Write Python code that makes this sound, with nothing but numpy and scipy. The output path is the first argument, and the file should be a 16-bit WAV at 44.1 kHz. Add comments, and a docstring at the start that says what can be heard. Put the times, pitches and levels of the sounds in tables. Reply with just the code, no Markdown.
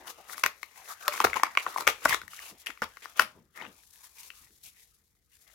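"""Toy car pried out of its blister pack

Two hands work close by in a small room. The plastic shell buckles in sharp snaps over dull hollow knocks,
short rough bursts are tearing card or ragged tails just after snaps, and fingers rub, crinkle and bump the pack.
Snaps, bursts and rubbing share five parts: hollow thump, flat panel, stiff crease, cracking fold, surface fizz.
Noise and clicks ring damped modes or are filtered to each part's spectrum; knocks are decaying sines."""
import sys
import numpy as np
from scipy import signal
from scipy.fft import rfft, irfft, next_fast_len
from scipy.io import wavfile
from scipy.ndimage import map_coordinates

SR = 44100
rng = np.random.default_rng(int(sys.argv[2]) if len(sys.argv) > 2 else 0)


def file_out(sig):
    """Save sig as 16-bit WAV at sys.argv[1]."""
    # one column per channel
    cols = np.atleast_2d(sig).T
    # limit, then scale
    lim = np.clip(cols, -1, 1)
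    pcm = np.round(lim * 32767).astype(np.int16)
    wavfile.write(sys.argv[1], SR, pcm)


N = 244446
TIME = np.arange(N) / SR
STEPS = TIME[::20]   # coarse clock for gains

# Spectrum of each part under friction. Each row: frequency in Hz, relative density in dB per Hz.
THUMP = [(60, -19), (110, -8), (220, -5.5), (330, -3), (480, 4.5), (600, -3), (800, -20.5)]
PANEL = [(450, -29.5), (650, -4), (920, 0.5), (1200, 5), (1550, -1.5), (2000, -24)]
CREASE = [(1300, -20), (1750, 0), (2100, 2), (2800, -4), (3400, -8.5), (4400, -29)]
CRACK = [(2800, -12), (3600, -2), (4700, -2.5), (5800, -0.5), (6800, -2.5), (8400, -16)]
FIZZ = [(5800, -23), (7200, -4), (8600, -2.5), (10500, 1), (13000, -0.5), (16000, -8.5)]
PARTS = (THUMP, PANEL, CREASE, CRACK, FIZZ)
# The pack is held left of centre. One value per part: left-over-right level in dB.
PART_LEFT_DB = (2.5, 3, 7.57, 8.4, 2.5)
# Knocks on the hollow of blister and cupped hands.
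# Each row: start in seconds, pitch in Hz, level in dB before the layer gain, 60 dB decay in seconds.
KNOCKS = [(0.439, 338, -27, 0.019), (1.083, 595, -22, 0.046), (1.247, 455, -12, 0.026),
          (1.248, 230, -29.5, 0.052), (1.253, 116, -35.5, 0.039), (1.873, 110, -42, 0.026),
          (1.873, 550, -12.5, 0.017), (2.055, 282, -29, 0.061), (2.056, 653, -8.5, 0.021),
          (2.094, 175, -39.5, 0.049), (2.124, 88, -41, 0.083), (2.695, 295, -40.5, 0.043),
          (2.819, 212, -31.5, 0.038), (2.821, 497, -28.5, 0.033), (3.199, 615, -37.5, 0.2)]
# Soft bumps of palms and card, without a clear pitch.
# Each row: peak time in seconds, centre in Hz, level in dB, fall time constant in seconds.
BUMPS = [(0.01, 475, -54.5, 0.059), (1.372, 330.2, -51.5, 0.027), (1.682, 420, -50, .02),
         (2.24, 108, -61.5, 0.045), (2.527, 285, -54.5, 0.021), (3.215, 190, -54, 0.048),
         (3.365, 230, -56.5, 0.055), (3.62, 305, -53.5, 0.046), (3.68, 250, -56.5, 0.026),
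         (4.42, 90, -68, 0.095), (4.51, 216, -70.5, 0.044), (4.65, 84, -71.5, 0.049)]


def from_db(db):
    """Decibels to gain."""
    return 10 ** (np.asarray(db) / 20)


def rms_one(x):
    """Scale to unit power."""
    return x / np.sqrt(np.mean(x ** 2) + 1e-20)


def at_hz(points, hz):
    """Read a table on a log-frequency axis."""
    f, value = np.transpose(points)
    return np.interp(np.log(np.maximum(hz, 1)), np.log(f), value)


def band(x, low_hz, high_hz, order=2):
    """Causal band-pass."""
    edges_hz = [low_hz, min(high_hz, SR / 2 - 1000)]
    return signal.sosfilt(signal.butter(order, edges_hz, "band", fs=SR, output="sos"), x)


def panned(left_db):
    """Left and right gains of constant power, for a fixed or a moving place."""
    gains = from_db(np.array([[1], [-1]]) * left_db / 2)
    return gains / np.sqrt(np.mean(gains ** 2, axis=0))


def drift(knots_per_s):
    """Random line through normal knots of spread 1."""
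    knots = rng.standard_normal(4000)
    return np.interp(TIME * knots_per_s, np.arange(len(knots)), knots)


def swell(t, rise_s, fall_s):
    """Gain that rises exponentially to 1 at time zero and dies away."""
    return np.exp(np.maximum(np.minimum(t / rise_s, -t / fall_s), -20))


def coloured(pair, spectrum):
    """Mix two uncorrelated rows into a stereo pair with this spectrum, most alike in the bass; unit power."""
    # Each row: frequency in Hz, left-right correlation.
    likeness = [(60, .7), (300, 0.74), (700, 0.83), (1400, 0.1), (3100, 0.21), (7000, 0.065),
                (15000, 0.029)]
    size = next_fast_len(N)
    hz = np.fft.rfftfreq(size, 1 / SR)
    mid, side = rfft(pair, size)
    alike = np.clip(at_hz(likeness, hz), -1, 1)
    in_range = (hz > spectrum[0][0] / 2) * (hz < spectrum[-1][0] * 2)
    gain = from_db(at_hz(spectrum, hz)) * in_range
    stereo = np.sqrt(1 + alike) * mid + np.sqrt(1 - alike) * side * [[1], [-1]]
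    return rms_one(irfft(gain * stereo, size)[:, :N])


def grains(per_s, size_db, smooth):
    """Tiny stick-slip clicks of uneven size over a smooth hiss; two rows share timing but not sign."""
    sizes = from_db(size_db * np.minimum(rng.exponential(1, N), 3))
    born = rng.random(N) < per_s / SR
    clicks = rms_one(born * sizes * rng.choice([-1, 1], (2, N)))
    return clicks + smooth * rng.standard_normal((2, N))


def uneven_colour(pair, spread_db, cells_per_s):
    """Uneven colour: narrow frequency ranges swell and fade at random."""
    hz, s, cells = signal.stft(pair, SR, nperseg=512)
    field = rng.standard_normal((64, 512))
    place = np.meshgrid(np.log2(1 + hz / 2000) * 7, s * cells_per_s, indexing="ij")
    gain = from_db(spread_db * map_coordinates(field, place, order=1, mode="mirror"))
    return signal.istft(cells * gain, SR)[1][:, :N]


def part_levels(db, fold_db, sharp_db, thump_db):
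    """Levels of the five parts in dB: panel and crease share the ring, sharpness lifts crack and fizz."""
    crack_follows, fizz_follows = 0.84, 1.15   # dB per dB of sharpness: the finest splits gain most
    panel_db = db - 10 * np.log10(1 + from_db(fold_db) ** 2)
    return np.array([(db + panel_db) / 2 + thump_db, panel_db, panel_db + fold_db,
                     db + crack_follows * sharp_db, db + fizz_follows * sharp_db])


def held(rows, rise_s, fall_s, thump_db):
    """Gains of the five parts over time for contacts that rise, hold and release; powers add."""
    gates = []
    for start, end, *_ in rows:
        before = np.minimum(STEPS - start, 0) / rise_s
        after = np.maximum(STEPS - end, 0) / fall_s
        gates.append(np.exp(np.maximum(before - after, -20)))
    levels = from_db(part_levels(*np.transpose(rows)[2:], thump_db))
    gains = np.sqrt(levels ** 2 @ np.array(gates) ** 2)
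    return np.array([np.interp(TIME, STEPS, gain) for gain in gains])


def background(tone_db, bump_over_knock_db):
    """Arms rumble on the table, jolted by each knock and bump, a deep one most; steady room noise below."""
    # Steady room noise. Each row: frequency in Hz, relative density in dB per Hz.
    room_tone = [(15, -58), (25, -22.5), (43, -1), (64, 2), (92, -15), (195, -9.5), (249, -29.5),
                 (405, -17), (451, -9.5), (607, -35), (5570, -35), (8360, -37.5), (16000, -27)]
    # Table rumble. Each row: frequency in Hz, relative density in dB per Hz.
    rumble_colour = [(22, -20), (42, -4), (75, 3), (105, -5.5), (170, -13.5)]
    jolt_db, jolt_db_per_octave, jolt_ref_hz = -13.5, -11, 100
    jolt_rise_s, jolt_fall_s = 0.0069, 0.05
    jolts = [row[:3] for row in KNOCKS]
    jolts += [(s, hz, db + bump_over_knock_db) for s, hz, db, _ in BUMPS]
    power = from_db(-78.5) ** 2   # resting arms
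    for s, hz, db in jolts:
        gain = from_db(db + jolt_db + jolt_db_per_octave * np.log2(hz / jolt_ref_hz))
        power = power + (gain * swell(STEPS - s, jolt_rise_s, jolt_fall_s)) ** 2
    envelope = np.interp(TIME, STEPS, np.sqrt(power))
    rumble = envelope * coloured(rng.standard_normal((2, N)), rumble_colour)
    tone = from_db(-76.5 + tone_db) * coloured(rng.standard_normal((2, N)), room_tone)
    return (rumble + tone) * panned(2.2)


def room(x, near_share, near_s, first_s):
    """Dense early echoes from table and wall, then a short tail that dies band by band."""
    # Each row: frequency in Hz, 60 dB decay of the tail in seconds.
    tail_t60 = [(150, 0.12), (600, 0.24), (1500, 0.22), (5000, 0.21), (15000, 0.16)]
    # Colour of the room's answer. Each row: frequency in Hz, relative level in dB.
    answer_colour = [(150, -1), (600, -1.5), (1800, -4.5), (3400, 2.5), (6500, -0.5), (14000, 0.5)]
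    t = np.arange(SR // 2) / SR
    edges_hz = np.geomspace(100, 17000, num=11)
    response = 0
    for low, high in zip(edges_hz, edges_hz[1:]):
        hz = np.sqrt(low * high)
        decay = from_db(-60 * t / at_hz(tail_t60, hz)) + near_share * np.exp(-t / near_s)
        alike = 1 / (1 + (hz / 900) ** 2)   # long waves are alike on both sides
        white = rng.standard_normal((3, len(t)))
        mixed = np.sqrt(alike) * white[2] + np.sqrt(1 - alike) * white[:2]
        echoes = mixed * decay * (t > first_s)
        response = response + band(echoes, low, high) * from_db(at_hz(answer_colour, hz))
    return signal.fftconvolve(x, rms_one(response) / np.sqrt(len(t)), axes=1)[:, :N]


def bumps(side_db):
    """Flesh damps these contacts to a short, dull puff of band-passed noise."""
    rise_s, width_octaves = 0.014, 1.6
    half = 2 ** (width_octaves / 2)
    mid, side = rng.standard_normal((2, N))
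    pair = mid + from_db(side_db) * side * [[1], [-1]]
    out = np.zeros((2, N))
    for s, hz, db, fall_s in BUMPS:
        span = slice(max(round(s * SR) - SR // 10, 0), round(s * SR) + SR // 2)
        puff = rms_one(band(pair[:, span], hz / half, hz * half))
        out[:, span] += from_db(db) * swell(TIME[span] - s, rise_s, fall_s) * puff
    return out * panned(2.5)


def fingers():
    """Strokes on top of the shifting grip: gains of the five parts, and how far left the hands are in dB."""
    # A finger slides over the pack.
    # Each row: start in seconds, end in seconds, level in dB, fold in dB, sharpness in dB,
    # before the gains of rubbing; fold is crease over panel, sharpness lifts crack and fizz.
    strokes = [(0.073, 0.108, -42.5, -5, -4.5), (0.18, 0.21, -52, -20, -11.5),
               (0.295, 0.335, -49.5, -3, 2.5), (0.35, 0.42, -50, 3, -7.5), (0.76, 0.86, -54.5, -1, -5.5),
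               (0.885, 0.925, -42.5, -8, -3.5), (1.01, 1.1, -45.5, -11, -8.5), (1.12, 1.21, -39.5, 2, -6),
               (1.26, 1.42, -47.5, -2, -9.5), (1.445, 1.465, -37.5, 4, -26), (1.62, 1.75, -47, -6, -7),
               (1.775, 1.81, -41.5, 3, -2), (2.03, 2.07, -41, -3, -7.5), (2.085, 2.14, -30.5, 6, -10.5),
               (2.31, 2.39, -52.5, 15, 0), (2.4, 2.51, -51, -0.5, -1), (2.6, 2.62, -62, 13, 4),
               (3.04, 3.13, -57.5, 4, -7), (3.17, 3.2, -41, 2.5, -6.5), (3.35, 3.39, -64, -14, -20),
               (3.562, 3.58, -51, 7, -3.5), (3.58, 3.665, -42.5, -1.5, -20.5),
               (3.69, 3.71, -54.5, -2.5, -12.5), (3.935, 4.02, -67.5, 15.5, 4),
               (4.035, 4.07, -59, 13.5, 3.5), (4.163, 4.285, -59.5, 6, 4), (4.35, 4.45, -67.5, 19.5, 6.5),
               (4.645, 4.685, -59, 11, 8), (4.77, 4.84, -68.5, 14, 1.5), (5.318, 5.37, -73, 9, 9),
               (5.4, 5.46, -75, 7.5, 7.5), (5.475, 5.54, -62.5, 7, -4.5)]
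    # The hands keep shifting their grip.
    # Each row: time in seconds, level in dB and sharpness in dB as for strokes, left-over-right in dB.
    grip_points = [(0, -55, -10.5, 1.5), (0.55, -63.5, -3, 3), (1.1, -56, -6.5, -0.5),
                   (1.5, -51.5, -11.5, -2), (1.95, -51, -8.5, 1), (2.25, -64.5, -1.5, -2),
                   (2.75, -61.5, -5, -1), (3.28, -63, -4, 1.5), (3.47, -80.5, -1.5, 3),
                   (3.76, -64.5, -1.5, 2), (3.9, -72.5, 9, 2), (4.35, -64.5, 1, 0), (4.55, -73, 3.5, 0),
                   (4.8, -72, 5.5, -1), (5.0, -80.5, 6, 0.5), (5.22, -85, 3.5, -1), (5.54, -75, 4.5, 4.5)]
    fold_db, fold_follows = 3.5, 0.39   # a sharper touch stirs the crease more than the panel
    times = np.array(grip_points)[:, 0]
    columns = np.transpose(grip_points)[1:]
    db, sharp_db, left_db = [np.interp(TIME, times, column) for column in columns]
    grip = from_db(part_levels(db, fold_db + fold_follows * sharp_db, sharp_db, thump_db=-14.5))
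    stroke = held(strokes, rise_s=0.009, fall_s=0.0086, thump_db=-16)
    return np.hypot(grip, stroke), left_db


def rubbing(friction, hands_left_db, part_db, catch_db, slide_db):
    """Skin catches on the pack and shakes its body, while the slide itself gives a finer, steadier hiss."""
    catching = uneven_colour(grains(per_s=1100, size_db=2.5, smooth=0.7), spread_db=6.0, cells_per_s=15)
    catching = catching * from_db(catch_db * drift(130))
    sliding = uneven_colour(grains(per_s=2400, size_db=2.0, smooth=0.68), spread_db=-0.5, cells_per_s=27)
    sliding = sliding * from_db(slide_db * drift(110))
    drives = (catching, catching, catching, sliding, sliding)
    out = 0
    for level, db, drive, colour, left_db in zip(friction, part_db, drives, PARTS, PART_LEFT_DB):
        out = out + level * from_db(db) * coloured(drive, colour) * panned(left_db + hands_left_db)
    return out


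def rough_bursts(gain_db, rise_s, fall_s):
    """Short rough bursts of coarse clicks: tearing card, and ragged noisy tails just after some snaps."""
    # Tearing card and ragged tails of snaps. Each row: start in seconds, end in seconds,
    # level in dB before the layer gain, fold (crease over panel) in dB, sharpness in dB.
    burst_rows = [(0.371, 0.399, -51, -16, 6), (0.436, 0.467, -27.5, -18, -14), (1.21, 1.225, -29, -2, -10),
                  (1.242, 1.252, -17.5, -19, -10), (1.269, 1.275, -34, 12, -31),
                  (1.357, 1.38, -27, -7, -15.5), (1.582, 1.607, -37, 11.5, -9.5),
                  (1.676, 1.688, -33, -12, -22), (1.804, 1.826, -35.5, -23, -12),
                  (1.869, 1.903, -24.5, 5.5, -9.5), (2.052, 2.056, -21.5, -6, -4.5),
                  (2.089, 2.102, -33, -11, 0.5), (2.126, 2.147, -27.5, -5, -7.5),
                  (2.662, 2.676, -34, 25, -10), (2.68, 2.708, -41, 7.5, -17), (2.825, 2.844, -31, 1, -15.5),
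                  (3.022, 3.053, -44.5, 17, -9.5), (3.194, 3.2, -19.5, 4.5, -8.5),
                  (3.201, 3.224, -27.5, 1, -9)]
    clicks = uneven_colour(grains(per_s=3200, size_db=5.0, smooth=0.16), spread_db=3.0, cells_per_s=40)
    levels = from_db(gain_db) * held(burst_rows, rise_s, fall_s, thump_db=-13)
    out = 0
    for level, colour, left_db in zip(levels, PARTS, PART_LEFT_DB):
        out = out + level * coloured(clicks, colour) * panned(left_db)
    return out


def knocks(gain_db, contact_s):
    """A soft contact sets the enclosed air ringing briefly: one decaying sine per knock."""
    out, t = np.zeros(N + SR), np.arange(SR // 3) / SR
    for s, hz, db, t60_s in KNOCKS:
        envelope = from_db(db + gain_db - 60 * t / t60_s) * (1 - np.exp(-t / contact_s))
        out[round(s * SR):round(s * SR) + len(t)] += np.sin(2 * np.pi * hz * t) * envelope
    return out[:N] * panned(2.3)


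def crinkles(friction, left_db):
    """Tiny creases give way at random, level and sharpness following the rubbing; rows as for snaps."""
    per_s, slots_per_s = 9.2, 40
    over_rub_db, spread_db, sharp_offset_db = -0.5, 2.5, -2
    panel_mid_hz, crease_mid_hz, spread_octaves = 1361, 2200, 0.18
    rows = []
    for slot, (when, chance) in enumerate(rng.random((round(N / SR * slots_per_s), 2))):
        size, panel, crease, fold = rng.standard_normal(4)
        at = min(int((slot + when) * SR / slots_per_s), N - 1)
        if chance < per_s / slots_per_s:
            ring_db, fizz_db = 20 * np.log10([np.hypot(*friction[1:3, at]), friction[-1, at]])
            rows.append((at / SR, ring_db + over_rub_db + spread_db * size,
                         panel_mid_hz * 2 ** (spread_octaves * panel),
                         crease_mid_hz * 2 ** (spread_octaves * crease),
                         3 + 6 * fold, fizz_db - ring_db + sharp_offset_db, 6.5 + left_db[at]))
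    return rows


def resonance(x, hz, q, skirt):
    """A damped mode of the shell; it radiates little far from its pitch."""
    r = np.exp(-np.pi * hz / q / SR)
    rung = signal.lfilter([1, 0, -1], [1, -2 * r * np.cos(2 * np.pi * hz / SR), r * r], x)
    return band(rung, hz / (1 + abs(skirt)), hz * (1 + abs(skirt)))


def snap(row, panel_q, crease_q, thump_hz, slip_s, after_slips, crack_s, rise_s, fizz_s, lag_s):
    """One buckle: a jump and a brief run of smaller slips ring the shell while the fold cracks."""
    thump_db, panel_hz, panel_db, crease_hz, crease_db, crack_db, fizz_db, left_db = row
    nominal_s = 0.005   # a part's level is its energy over this length
    t = np.arange(SR // 20) / SR
    white = rng.standard_normal((4, 2, len(t)))
    push = (t == 0) + after_slips * (white[0, 0] + white[1]) * np.exp(-t / slip_s)
    splitting = white[2] + white[3, 0]
    crack = splitting * np.exp(-t / crack_s) * (1 - np.exp(-t / rise_s))
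    # the fizz swells softly and peaks slightly after the jump
    fizz = splitting * (t / fizz_s) ** 2 * np.exp(-t / fizz_s)
    parts = [(thump_db, band(resonance(push, thump_hz, 0.8, 1.0), 260, 810)),
             (panel_db, resonance(push, panel_hz, panel_q, 0.36)),
             (crease_db, resonance(push, crease_hz, crease_q, 0.28)),
             (crack_db, band(crack, 3200, 7500)),
             (fizz_db, band(fizz, 7000, 14000))]
    # each part takes its own share of the sideways lean
    sides = [panned(np.clip(left_db, -3, 12) * share) for share in (0.49, 0.85, 1, 1, 0.38)]
    sound = sum(from_db(db) * rms_one(x) * side for (db, x), side in zip(parts, sides))
    sound = sound * np.sqrt(nominal_s * SR / len(t))
    sound[1] = np.roll(sound[1], round(lag_s * SR))
    return sound


def snaps(rows, gain_db, bounce_db, bounce_s, room_db):
    """All buckles with their bounce off the table, and the share that the hands let out into the room."""
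    direct = np.zeros((2, N + SR))
    for s, db, panel_hz, crease_hz, fold_db, sharp_db, left_db in rows:
        thump, panel, crease, crack, fizz = part_levels(db + gain_db, fold_db, sharp_db, thump_db=-20.5)
        parts = (thump, panel_hz, panel, crease_hz, crease, crack, fizz, left_db)
        sound = snap(parts, panel_q=3.4, crease_q=5.7, thump_hz=420, slip_s=0.0018, after_slips=0.16,
                     crack_s=0.0012, rise_s=0.0004, fizz_s=0.00053, lag_s=1 / SR)
        direct[:, round(s * SR):round(s * SR) + sound.shape[1]] += sound
    bounce = from_db(bounce_db) * np.roll(direct, round(bounce_s * SR), axis=1)
    return (direct + bounce)[:, :N], from_db(room_db) * direct[:, :N]


def scene():
    """Snaps, crinkles, knocks, bumps, rough bursts and rubbing in the room, over its background."""
    # The shell buckles. Each row: start in seconds, level in dB before the layer gain, panel mode in Hz,
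    # crease mode in Hz, fold (crease over panel) in dB, sharpness (lift of crack and fizz) in dB,
    # left-over-right in dB before limiting and each part's share.
    snap_rows = [(0.2961, -35.5, 1340, 2140, -5, -29, 12), (0.3314, -35.5, 1310, 1950, -5, -21, 12),
                 (0.3437, -39, 1470, 1830, -7, -16, 12), (0.3796, -36.5, 1180, 2070, -7, -3, 12),
                 (0.4368, -11, 1355, 1960, 1, -13.5, 12), (0.4614, -17, 1150, 2090, 3, -6.5, 6.5),
                 (0.6303, -30.5, 1200, 2200, 7, -9.5, 14), (1.0797, -18.5, 1190, 2190, -9.5, -3, 2),
                 (1.0821, -17.5, 1170, 1700, -0.5, -14, 14.5), (1.139, -30.5, 1080, 2050, -12, -4.5, 9),
                 (1.1507, -34, 1290, 2100, 2.5, -8.5, -5), (1.1766, -31, 1350, 2130, -3, -13, -2),
                 (1.202, -13.5, 930, 2660, -12.5, -17, 5), (1.2447, -13, 1180, 1860, -12, -25, 3),
                 (1.2473, -16, 980, 2100, -2.5, -22, 6), (1.2684, -24, 1100, 1800, -3.5, -26, 4.5),
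                 (1.2989, -35.5, 1390, 2340, 16, -31, 2), (1.3312, -21, 1370, 2060, 9, -27, 10),
                 (1.3411, -27.5, 1390, 2080, 2, -13, 12), (1.3672, -20.5, 960, 1920, -15, -24, 6),
                 (1.3969, -28.5, 850, 1870, -4, -24, 4), (1.4333, -11, 1080, 1850, -9, -13.5, 5),
                 (1.467, -32.5, 1180, 1840, -21, -16, -1), (1.551, -31.5, 1180, 2330, -4, -15, 5),
                 (1.573, -11.5, 1180, 2390, 4.5, -21.5, 2), (1.6642, -20, 1150, 1740, -8.5, -33, 7),
                 (1.7608, -21, 894, 1780, -29, -35, 7), (1.776, -30.5, 1140, 2070, -0.5, -14, 10),
                 (1.7826, -26, 990, 2150, -16, -11.5, 5), (1.807, -31.5, 920, 2200, -11, -1.5, 7),
                 (1.8695, -17.5, 1260, 2340, -3.5, -14, 7), (1.8754, -10.5, 1330, 2220, 0.5, -8.5, 6),
                 (2.0551, -12, 1394, 1800, -9, -28, 12), (2.0567, -15, 1040, 1880, -12, -18, 1),
                 (2.0936, -27.5, 1220, 2480, 16, 0, 1), (2.1077, -21.5, 1170, 1920, -4, -21, 11),
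                 (2.126, -18, 1560, 1690, 15, -28, 12), (2.144, -20.5, 1270, 1920, -0.5, -32, 8),
                 (2.2158, -33.5, 1450, 1870, -6, -12.5, 6), (2.234, -41.5, 1580, 1930, -10, -25, 12),
                 (2.279, -40.5, 1490, 1770, 1, -6.5, 15), (2.3332, -38.5, 1300, 2360, -8, -21, 10),
                 (2.3908, -36.5, 1590, 1880, 15, -16, 7), (2.669, -28.5, 1380, 2900, 10, -18, 10),
                 (2.7019, -35.5, 1410, 2200, -6, -13, 11), (2.774, -46, 1200, 2340, 1.5, -16, 10),
                 (2.8195, -21.5, 1170, 1840, -7, -17, 2.5), (2.823, -23, 1190, 1850, -5, -30.5, 9),
                 (2.8325, -29.5, 1440, 2280, -2, -19, 9), (2.8393, -33.5, 1400, 2020, -5, -8, 12),
                 (2.97, -37.5, 1300, 1800, -2, -15.5, 16.5), (3.0559, -31.5, 1150, 1706, -4.5, -17, 14),
                 (3.1957, -8, 1420, 2736, -12, -16.5, 7.5), (3.56, -52.5, 1510, 2070, 6.5, -3.5, 12),
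                 (3.6133, -35.5, 1222, 2020, 8, -20.5, 16), (3.6505, -39, 1130, 2190, 1.5, -19, 8),
                 (4.1843, -53, 1510, 2270, 13.5, 1.5, 1.5), (4.2318, -53.5, 1488, 2456, 7.5, 6.5, -5.5),
                 (4.3027, -38, 1425, 2610, 8.5, -13, 5.5), (4.353, -68, 1360, 2680, 3, 7, 8),
                 (5.477, -59, 1390, 3120, 11.5, 0, 9)]
    friction, hands_left_db = fingers()
    buckles, escaping = snaps(snap_rows, gain_db=-3.0, bounce_db=-14.0, bounce_s=0.0027, room_db=-12.5)
    hollow = knocks(gain_db=-1.0, contact_s=0.001)
    bursts = rough_bursts(gain_db=-4.5, rise_s=0.0008, fall_s=0.0019)
    handling = rubbing(friction, hands_left_db, part_db=(-0.8, -2.0, -2.1, -1.7, -1.4),
                       catch_db=1.5, slide_db=3.0)
    sent = escaping + from_db(-9) * bursts + from_db(-13) * (handling + hollow)
    echo = room(sent, near_share=0.46, near_s=0.014, first_s=0.0055)
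    floor = background(tone_db=-1.0, bump_over_knock_db=14)
    crinkle_rows = crinkles(friction, hands_left_db)
    ticks, _ = snaps(crinkle_rows, gain_db=-1.5, bounce_db=-16.0, bounce_s=0.0034, room_db=-11.5)
    return buckles + ticks + bumps(side_db=-12) + hollow + bursts + handling + echo + floor


def record(dry):
    """Clip at full scale, then cut steeply above 16 kHz."""
    low_pass = signal.ellip(10, 0.1, 80, 16000, fs=SR, output="sos")
    return signal.sosfilt(low_pass, np.clip(dry, -1, 1))


dry = scene()
out = record(dry)
file_out(out)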